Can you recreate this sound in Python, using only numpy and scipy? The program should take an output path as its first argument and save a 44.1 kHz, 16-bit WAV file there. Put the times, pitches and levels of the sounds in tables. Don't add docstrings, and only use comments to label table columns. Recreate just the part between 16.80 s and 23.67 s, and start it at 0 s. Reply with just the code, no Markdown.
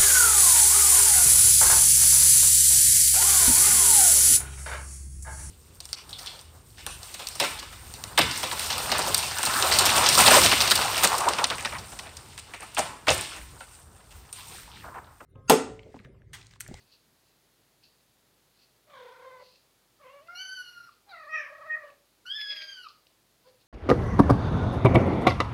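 import sys
import numpy as np
from scipy import signal
from scipy.fft import rfft, irfft, next_fast_len
from scipy.io import wavfile
from scipy.ndimage import uniform_filter1d, map_coordinates

SR = 44100
rng = np.random.default_rng(int(sys.argv[2]) if len(sys.argv) > 2 else 0)


def amplitude_ratio(level_db):
    exponent = np.asarray(level_db, float) / 20
    return 10 ** exponent


def master_out(mix):
    frames = np.transpose(np.atleast_2d(mix))
    ceiling = np.clip(frames, -1, 1)
    pcm = np.round(ceiling * 32767).astype(np.int16)
    wavfile.write(sys.argv[1], SR, pcm)


N = 302967
TIME = np.arange(N) / SR

# frequency in Hz, density in dB per Hz.
HISS_SPECTRUM = [(40, -40), (75, -7), (350, 2.5), (1000, -3), (2600, -6.5), (4400, -4.5), (5700, -9),
                 (6600, -7.5), (7300, -10), (11000, -9.5), (12700, -10.5), (15700, -11)]
# frequency in Hz, rms level in dB.
MAINS_HUM = [(50, -84), (100, -96), (150, -110)]
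# time in seconds, level in dB.
RUMBLE_SWELLS = [
    (0.0, -70),
    (0.3, -71),
    (0.8, -77),
    (2.18, -74),
    (3.23, -77),
    (4.02, -74),
    (4.84, -74),
]
# frequency in Hz, time to fall 60 dB in seconds.
ROOM_DECAY = [(300, 0.41), (1500, 0.28), (5000, 0.42), (12000, 0.021)]

# loudest moment in seconds, level in dB, rise in seconds, fall in seconds.
SHUFFLES = [(0.0, -70.5, .01, 0.054), (0.14, -66.5, .12, 0.06), (0.47, -82, .2, .25),
            (1.036, -67, .012, 0.1), (1.828, -70.5, 0.14, .08), (2.646, -66, 0.095, 0.23),
            (2.756, -82.5, 0.081, .09), (4.124, -74, 0.027, 0.068), (6.088, -62.5, 0.026, 0.049),
            (6.268, -81, .01, 0.058), (6.69, -75, 0.15, .05), (6.818, -70.5, 0.038, 0.028)]
# loudest moment in seconds, level in dB, rise in seconds, fall in seconds.
TREAD_CRUNCHES = [
    (5.616, -46.5, 0.043, 0.021),
    (5.67, -62, .05, .08),
    (5.724, -44.5, 0.052, 0.03),
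    (5.767, -49, .02, 0.03),
    (5.825, -43, 0.036, 0.013),
    (5.912, -60, 0.074, 0.074),
]
# time in seconds, peak in dB, crack against knock in dB.
GRAIN_SNAPS = [
    (1.0286, -66, -5),
    (1.2067, -70, 1),
    (2.6654, -73, 7),
    (2.7573, -64, 8.5),
    (3.4745, -58, 0),
    (5.1023, -54, -30),
    (6.2687, -62, 6.5),
]
# centre in Hz, width in Hz, level in dB.
GRANULE_MODES = [(2586, 330, 15), (4530, 1200, 17), (6900, 640, -11)]
# centre in Hz, width in Hz, level in dB.
TRAY_MODES = [(2190, 710, 0.5), (5110, 1350, 0), (960, 4200, -10.5), (12900, 2500, -14)]

# time in seconds, pitch in Hz, nasal hum in dB,
# mouth against nose in dB, mouth resonance in Hz.
GREETING_CALL = [(2.06, 613, -78.5, -25, 1150), (2.1, 597, -65, -1.5, 1210),
                 (2.165, 519.6, -58, -2.5, 1170), (2.25, 485, -58, -4, 1100), (2.4, 484, -61, 1.5, 1050),
                 (2.466, 524.2, -57.5, -0.5, 1079), (2.603, 498.3, -60.5, 4, 950),
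                 (2.64, 516, -53.5, -19, 1000)]
QUERY_CALL = [(3.189, 637, -80, 12, 1150), (3.219, 576, -64.5, 1, 1110), (3.263, 498, -59.5, -0.5, 1160),
              (3.336, 569.6, -57, -8, 990), (3.398, 564, -59.5, -2.5, 990), (3.434, 642, -66, -19, 1500),
              (3.499, 696, -63, 1, 2200), (3.61, 766, -68.5, 7, 2250), (3.708, 724, -80, 1, 2250)]
SUMMONS_CALL = [(4.255, 807, -85, -20, 1300), (4.296, 817, -53.5, -19, 1300),
                (4.339, 687, -60.5, 10.5, 1600), (4.396, 631.6, -63.5, 11.5, 1510),
                (4.466, 596.4, -61.5, 3.5, 1310), (4.526, 634.6, -59.5, 17, 1940),
                (4.564, 623.2, -58, 24, 1880), (4.645, 575.6, -62.5, 15.5, 1914),
                (4.699, 596.4, -68.5, 15.5, 1500)]
SUMMONS_END_CALL = [(4.69, 578, -61, 7.5, 1490), (4.78, 598.7, -63, 5.5, 1430),
                    (4.844, 599, -58.5, 4, 1450), (4.894, 632.4, -58.5, 7.5, 1530),
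                    (4.906, 622, -61.5, 20.5, 1870), (4.947, 620.6, -58, 20.5, 1870),
                    (4.995, 612.5, -63.5, 11, 1580), (5.085, 562.7, -56.5, -6, 1380),
                    (5.151, 579, -72, -6, 1300)]
MURMUR_CALL = [(5.65, 500, -81, -8, 1800), (5.71, 548, -65.5, -10, 1800), (5.74, 614, -71, 12, 1800),
               (5.93, 620, -77, -7, 1820), (5.949, 586, -94, 0, 1790)]
GRUNT_CALL = [(6.635, 500, -86, 2, 1000), (6.656, 503, -72.5, 3, 990), (6.676, 507, -56.5, -13, 970),
              (6.76, 516, -86, -27, 1000)]
# start in seconds, end in seconds, pitch swing as a share,
# beats per second, hoarseness from 0 to 1.
FLUTTERS = [(2.06, 2.3, .055, 58, .09), (2.3, 2.46, .055, 42, .04), (3.18, 3.3, .045, 40, .14),
            (4.29, 4.37, .015, 45, .18), (4.37, 4.51, .03, 40, .06), (4.56, 4.61, .02, 55, .1),
            (4.61, 4.645, .03, 60, .3), (4.645, 4.88, .065, 27, .04), (4.95, 5.17, .03, 42, .13),
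            (5.6, 6, .035, 35, .27), (6.6, 6.8, .015, 40, .08)]
# throat in dB, palate ring in Hz, ring in dB,
# ring fade in dB per second, breath in dB.
CALL_POSTURE = [
    (-10, 3370, -4.5, 39, -6),
    (-6, 2830, -12, 5, -11),
    (-6.5, 4100, 1.5, 87, -11),
    (-14, 2600, -11.5, 17, -8),
    (-15, 3700, -12, 5, -15),
    (-30, 4000, -25, 5, -15),
]
# throat resonance in Hz, width of the mouth resonance in Hz,
# the mouth tube's next resonance in dB.
CALL_TRACT = [
    (2140, 345, -33),
    (2050, 300, -26),
    (2450, 444, -25),
    (2510, 328, -48),
    (2300, 336, -40),
    (2200, 370, -40),
]
# centre in Hz, width in Hz, level in dB.
MOTHER_BREATH_MODES = [(930, 900, 10.5), (2320, 630, 10), (4000, 2060, 4.5)]

# time in seconds, pitch in Hz, hum in dB, mouth against hum in dB,
# brightness in dB per octave.
MEW_ONE = [(3.483, 1360, -45.5, -45, -10), (3.546, 1434, -51, -22, 5), (3.556, 1412, -46.5, -4.5, 3.5),
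           (3.595, 1504, -48.5, 5, -2.5), (3.655, 1486, -51, 2, 2), (3.74, 1543, -42.5, -7, 4.5),
           (3.829, 1455, -45.5, -6.5, -3), (4.078, 1402, -53, -19.5, 3.5), (4.1, 1128, -46, -30, -5)]
MEW_TWO = [(5.45, 1488, -50, -32, 0), (5.465, 1446, -50, -6.5, 0), (5.51, 1612, -56, 20, -28.5),
           (5.566, 1723, -42.5, 2.5, -1.5), (5.749, 1637, -50, 6, -1), (5.946, 1553, -56.5, 4.5, 5.5),
           (6.0, 1489, -50.5, -6.5, -14), (6.035, 1434, -53, -4, -0.5), (6.078, 1183, -46, -28, 5)]
# frequency in Hz, level in dB.
KITTEN_MOUTH_CURVE = [(1400, 17), (3000, 2), (4700, -1), (5900, -5), (6800, -30.5)]
# frequency in Hz, level against the edge of the voice in dB.
KITTEN_EDGE_CURVE = [(6500, -38), (7500, -9.5), (8800, -21), (10200, -3), (12000, -4), (12900, -7),
                     (15500, -36)]
# centre in Hz, width in Hz, level in dB.
KITTEN_BREATH_MODES = [(1420, 850, 5.5), (2800, 4100, -0.5), (5060, 1180, 5), (12000, 2200, -24)]

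BREAK_S, BREAK_HOARSE = .045, .6


def unit(x):
    return x / np.sqrt(np.mean(x ** 2) + 1e-20)


def along(points, hz):
    f, v = np.transpose(points)
    return np.interp(np.log(hz + 1), np.log(f + 1), v)


def wobble(rate, size):
    knots = rng.standard_normal(int(size * 2000 / SR) + 4)
    return map_coordinates(knots, [np.arange(size) * min(rate, 2000) / SR])


def span(rows, fade):
    s, *cols = np.transpose(rows)
    t = TIME[(TIME >= s[0]) & (TIME < s[-1])]
    window = np.clip(np.minimum(t - s[0], s[-1] - t) / fade, 0, 1)
    return round(t[0] * SR), window, [np.interp(t, s, c) for c in cols]


def filtered(x, response):
    m = next_fast_len(N + SR // 2)
    return irfft(rfft(x, m) * response(np.fft.rfftfreq(m, 1 / SR)), m)[:N]


def resonances(modes):
    def response(f):
        total = 0
        for k, (centre, width, db) in enumerate(modes):
            damping = 1j * f * width
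            total = total + (-1) ** k * amplitude_ratio(db) * damping / (centre * centre - f * f + damping)
        return total
    return response


def peak(hz, centre_hz, width_hz):
    return -10 * np.log10(1 + ((hz - centre_hz) / width_hz) ** 6)


def summed(*levels_db):
    return 10 * np.log10(sum(amplitude_ratio(db) ** 2 for db in levels_db))


def floor():
    hiss = unit(filtered(rng.standard_normal(N), lambda hz: amplitude_ratio(along(HISS_SPECTRUM, hz))))
    rumble = unit(filtered(rng.standard_normal(N), lambda hz: resonances([(125, 110, 0)])(hz) ** 2))
    hum = sum(np.sqrt(2) * amplitude_ratio(db) * np.sin(2 * np.pi * hz * TIME) for hz, db in MAINS_HUM)
    steady_db = -79 + 1 * wobble(1.5, size=N)
    swell_s = .07
    swells_db = [db - 10 * ((TIME - s) / swell_s) ** 2 for s, db in RUMBLE_SWELLS]
    return amplitude_ratio(-67.5) * hiss + amplitude_ratio(summed(steady_db, *swells_db)) * rumble + hum


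def breath(throat):
    return unit(filtered(rng.standard_normal(N), lambda hz: resonances(throat)(hz) ** 2))


def strokes(rows):
    depth_db = 25
    shapes = []
    for s, db, rise, fall in rows:
        begin = (max(s - rise, 0) - .001, db - depth_db * (s > rise))
        shapes.append([begin, (s, db), (s + fall, db - depth_db)])
    return shapes


def grains(shapes, modes, density, spread_db):
    struck = rng.random(N) < density / SR
    hits = struck * rng.standard_normal(N) * amplitude_ratio(spread_db * rng.exponential(size=N))
    contact = unit(hits) + 0.22 * rng.standard_normal(N)
    rasp = unit(filtered(contact, lambda hz: resonances(modes)(hz) ** 2))
    gain = np.zeros(N)
    for shape in shapes:
        start, window, (db,) = span(shape, fade=0.0055)
        gain[start:][:len(db)] += window * amplitude_ratio(db)
    return gain * rasp


def snaps():
    out, t = np.zeros(N + SR), np.arange(600) / SR
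    air = breath(GRANULE_MODES)
    for s, db, bright_db in GRAIN_SNAPS:
        start = round(s * SR)
        knock = np.sin(2 * np.pi * 2600 * t) * amplitude_ratio(-60 * t / 0.015)
        crack = air[start:][:len(t)] * amplitude_ratio(bright_db - 60 * t / 0.025)
        out[start:][:len(t)] += amplitude_ratio(db) * (2.0 * knock + crack)
    return out[:N]


def litter():
    slide = grains(strokes(SHUFFLES), GRANULE_MODES, density=2300, spread_db=-1.5)
    crunch = grains(strokes(TREAD_CRUNCHES), TRAY_MODES, density=4000, spread_db=1.5)
    crunch = amplitude_ratio(1.5 * wobble(60, size=N)) * crunch
    return amplitude_ratio(7.0) * slide + amplitude_ratio(3.5) * crunch + snaps()


def voice(pitch, levels_db, hoarse, shimmer_db, smear):
    size = len(pitch)
    phase = 2 * np.pi * np.cumsum(pitch) / SR
    out = np.zeros(size)
    for k, (db, share) in enumerate(zip(levels_db, hoarse), 1):
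        share = np.clip(share, 0, 1)
        width = smear * k ** .6
        sine, cosine = np.sin(k * phase), np.cos(k * phase)
        blur = wobble(width, size) * sine + wobble(width, size) * cosine
        tone = np.sqrt(2 * (1 - share)) * sine + np.sqrt(share) * blur
        out += amplitude_ratio(db + shimmer_db * wobble(45.73, size)) * tone * (k * pitch < 15600)
    return out


def palate_flutter():
    calm_swing, calm_hoarse, ease_s = .007, .02, .02
    inside = np.array([(TIME >= row[0]) & (TIME < row[1]) for row in FLUTTERS])
    curves = np.transpose(FLUTTERS)[2:] @ inside
    swing, beats, hoarse = uniform_filter1d(curves, size=round(ease_s * SR), axis=1)
    beats = np.maximum(beats, 25) * (1 + .3 * wobble(15, size=N))
    return (swing + calm_swing) * np.sin(2 * np.pi * np.cumsum(beats) / SR), hoarse + calm_hoarse


def mother_partial_db(k, contour, age, posture, tract):
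    pitch, hum, mouth_db, mouth_hz = contour
    throat_db, ring_hz, ring_db, ring_fade, _ = posture
    throat_hz, mouth_width_hz, second_db = tract
    hz = k * pitch
    nose = -26 * np.log2(k)
    first = mouth_db + peak(hz, mouth_hz, mouth_width_hz)
    second = mouth_db + second_db + peak(hz, 2.95 * mouth_hz, 360)
    throat = throat_db + np.minimum(mouth_db, 0) + peak(hz, throat_hz, 244)
    late = 2000 * np.maximum(.04 - age, 0)
    ring = ring_db - ring_fade * age - late + peak(hz, ring_hz, .11 * ring_hz)
    return hum + summed(nose, first, second, throat, ring)


def mother():
    out, air = np.zeros(N), breath(MOTHER_BREATH_MODES)
    flutter, hoarse = palate_flutter()
    calls = (GREETING_CALL, QUERY_CALL, SUMMONS_CALL, SUMMONS_END_CALL, MURMUR_CALL, GRUNT_CALL)
    for call, posture, tract in zip(calls, CALL_POSTURE, CALL_TRACT):
        start, window, contour = span(call, fade=.012)
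        pitch, hum = contour[:2]
        size = len(pitch)
        now, age = slice(start, start + size), np.arange(size) / SR
        levels = [mother_partial_db(k, contour, age, posture, tract) for k in range(1, 12)]
        rasp = BREAK_HOARSE * np.exp(-age[::-1] / BREAK_S)
        blur = [hoarse[now] * min(k / 4, 1.5) ** 2 + rasp for k in range(1, 12)]
        pitch = pitch * (1 + flutter[now] + 0.00796 * wobble(117.85, size))
        sound = voice(pitch, levels, blur, shimmer_db=2.6, smear=210)
        leak_db = hum.max() + posture[4] + .73 * (hum - hum.max()) - 8 * age
        out[now] += window * amplitude_ratio(32 * flutter[now]) * (sound + amplitude_ratio(leak_db) * air[now])
    return out


def kitten():
    catch_s, catch_hoarse = .02, .5
    out, air = np.zeros(N), breath(KITTEN_BREATH_MODES)
    for call, edge_db in ((MEW_ONE, -64.5), (MEW_TWO, -72)):
        start, window, (pitch, hum, mouth_db, bright_db) = span(call, fade=.007)
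        size = len(pitch)
        now, age = slice(start, start + size), np.arange(size) / SR
        mouth = hum + mouth_db
        rasp = BREAK_HOARSE * np.exp(-age[::-1] / BREAK_S) + catch_hoarse * np.exp(-age / catch_s)
        levels = [hum]
        for k in range(2, 5):
            levels.append(mouth + along(KITTEN_MOUTH_CURVE, k * pitch) + bright_db * np.log2(k / 2))
        edge = edge_db + .32 * (mouth + 48) + np.minimum(mouth_db + 15, 0)
        for k in range(5, 11):
            levels.append(edge + along(KITTEN_EDGE_CURVE, k * pitch) + 3.9 * wobble(12.2, size))
        blur = [.002 * k ** 2.85 + rasp * min(k / 3, 1.5) for k in range(1, 11)]
        pitch = pitch * (1 + 0.00552 * wobble(89.93, size) + 0.00775 * wobble(14, size))
        sound = voice(pitch, levels, blur, shimmer_db=1.8, smear=300)
        sound = sound * amplitude_ratio(2.4 * wobble(80, size))
        leak_db = -62 + .15 * (mouth + 46) - 3 * age
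        out[now] += window * (sound + amplitude_ratio(leak_db) * air[now])
    return out


def room(x):
    hz, t, z = signal.stft(rng.standard_normal(SR // 2), SR, nperseg=256)
    decay = amplitude_ratio(-60 * t / along(ROOM_DECAY, hz)[:, None])
    tail = signal.istft(z * decay, SR, nperseg=256)[1]
    return signal.fftconvolve(np.pad(x, (200, 0)), tail / np.linalg.norm(tail))[:N]


def scene():
    far, near, grit = mother(), kitten(), litter()
    wet = room(amplitude_ratio(-6.5) * far + amplitude_ratio(-9) * near + amplitude_ratio(-9) * grit)
    return (amplitude_ratio(3.0) * far + amplitude_ratio(-1.03) * near + grit + wet + floor())[None]


def top_cut(x):
    return signal.sosfilt(signal.butter(12, 15700, fs=SR, output="sos"), x)


def record(dry):
    return top_cut(dry)


dry = scene()
out = record(dry)
master_out(out)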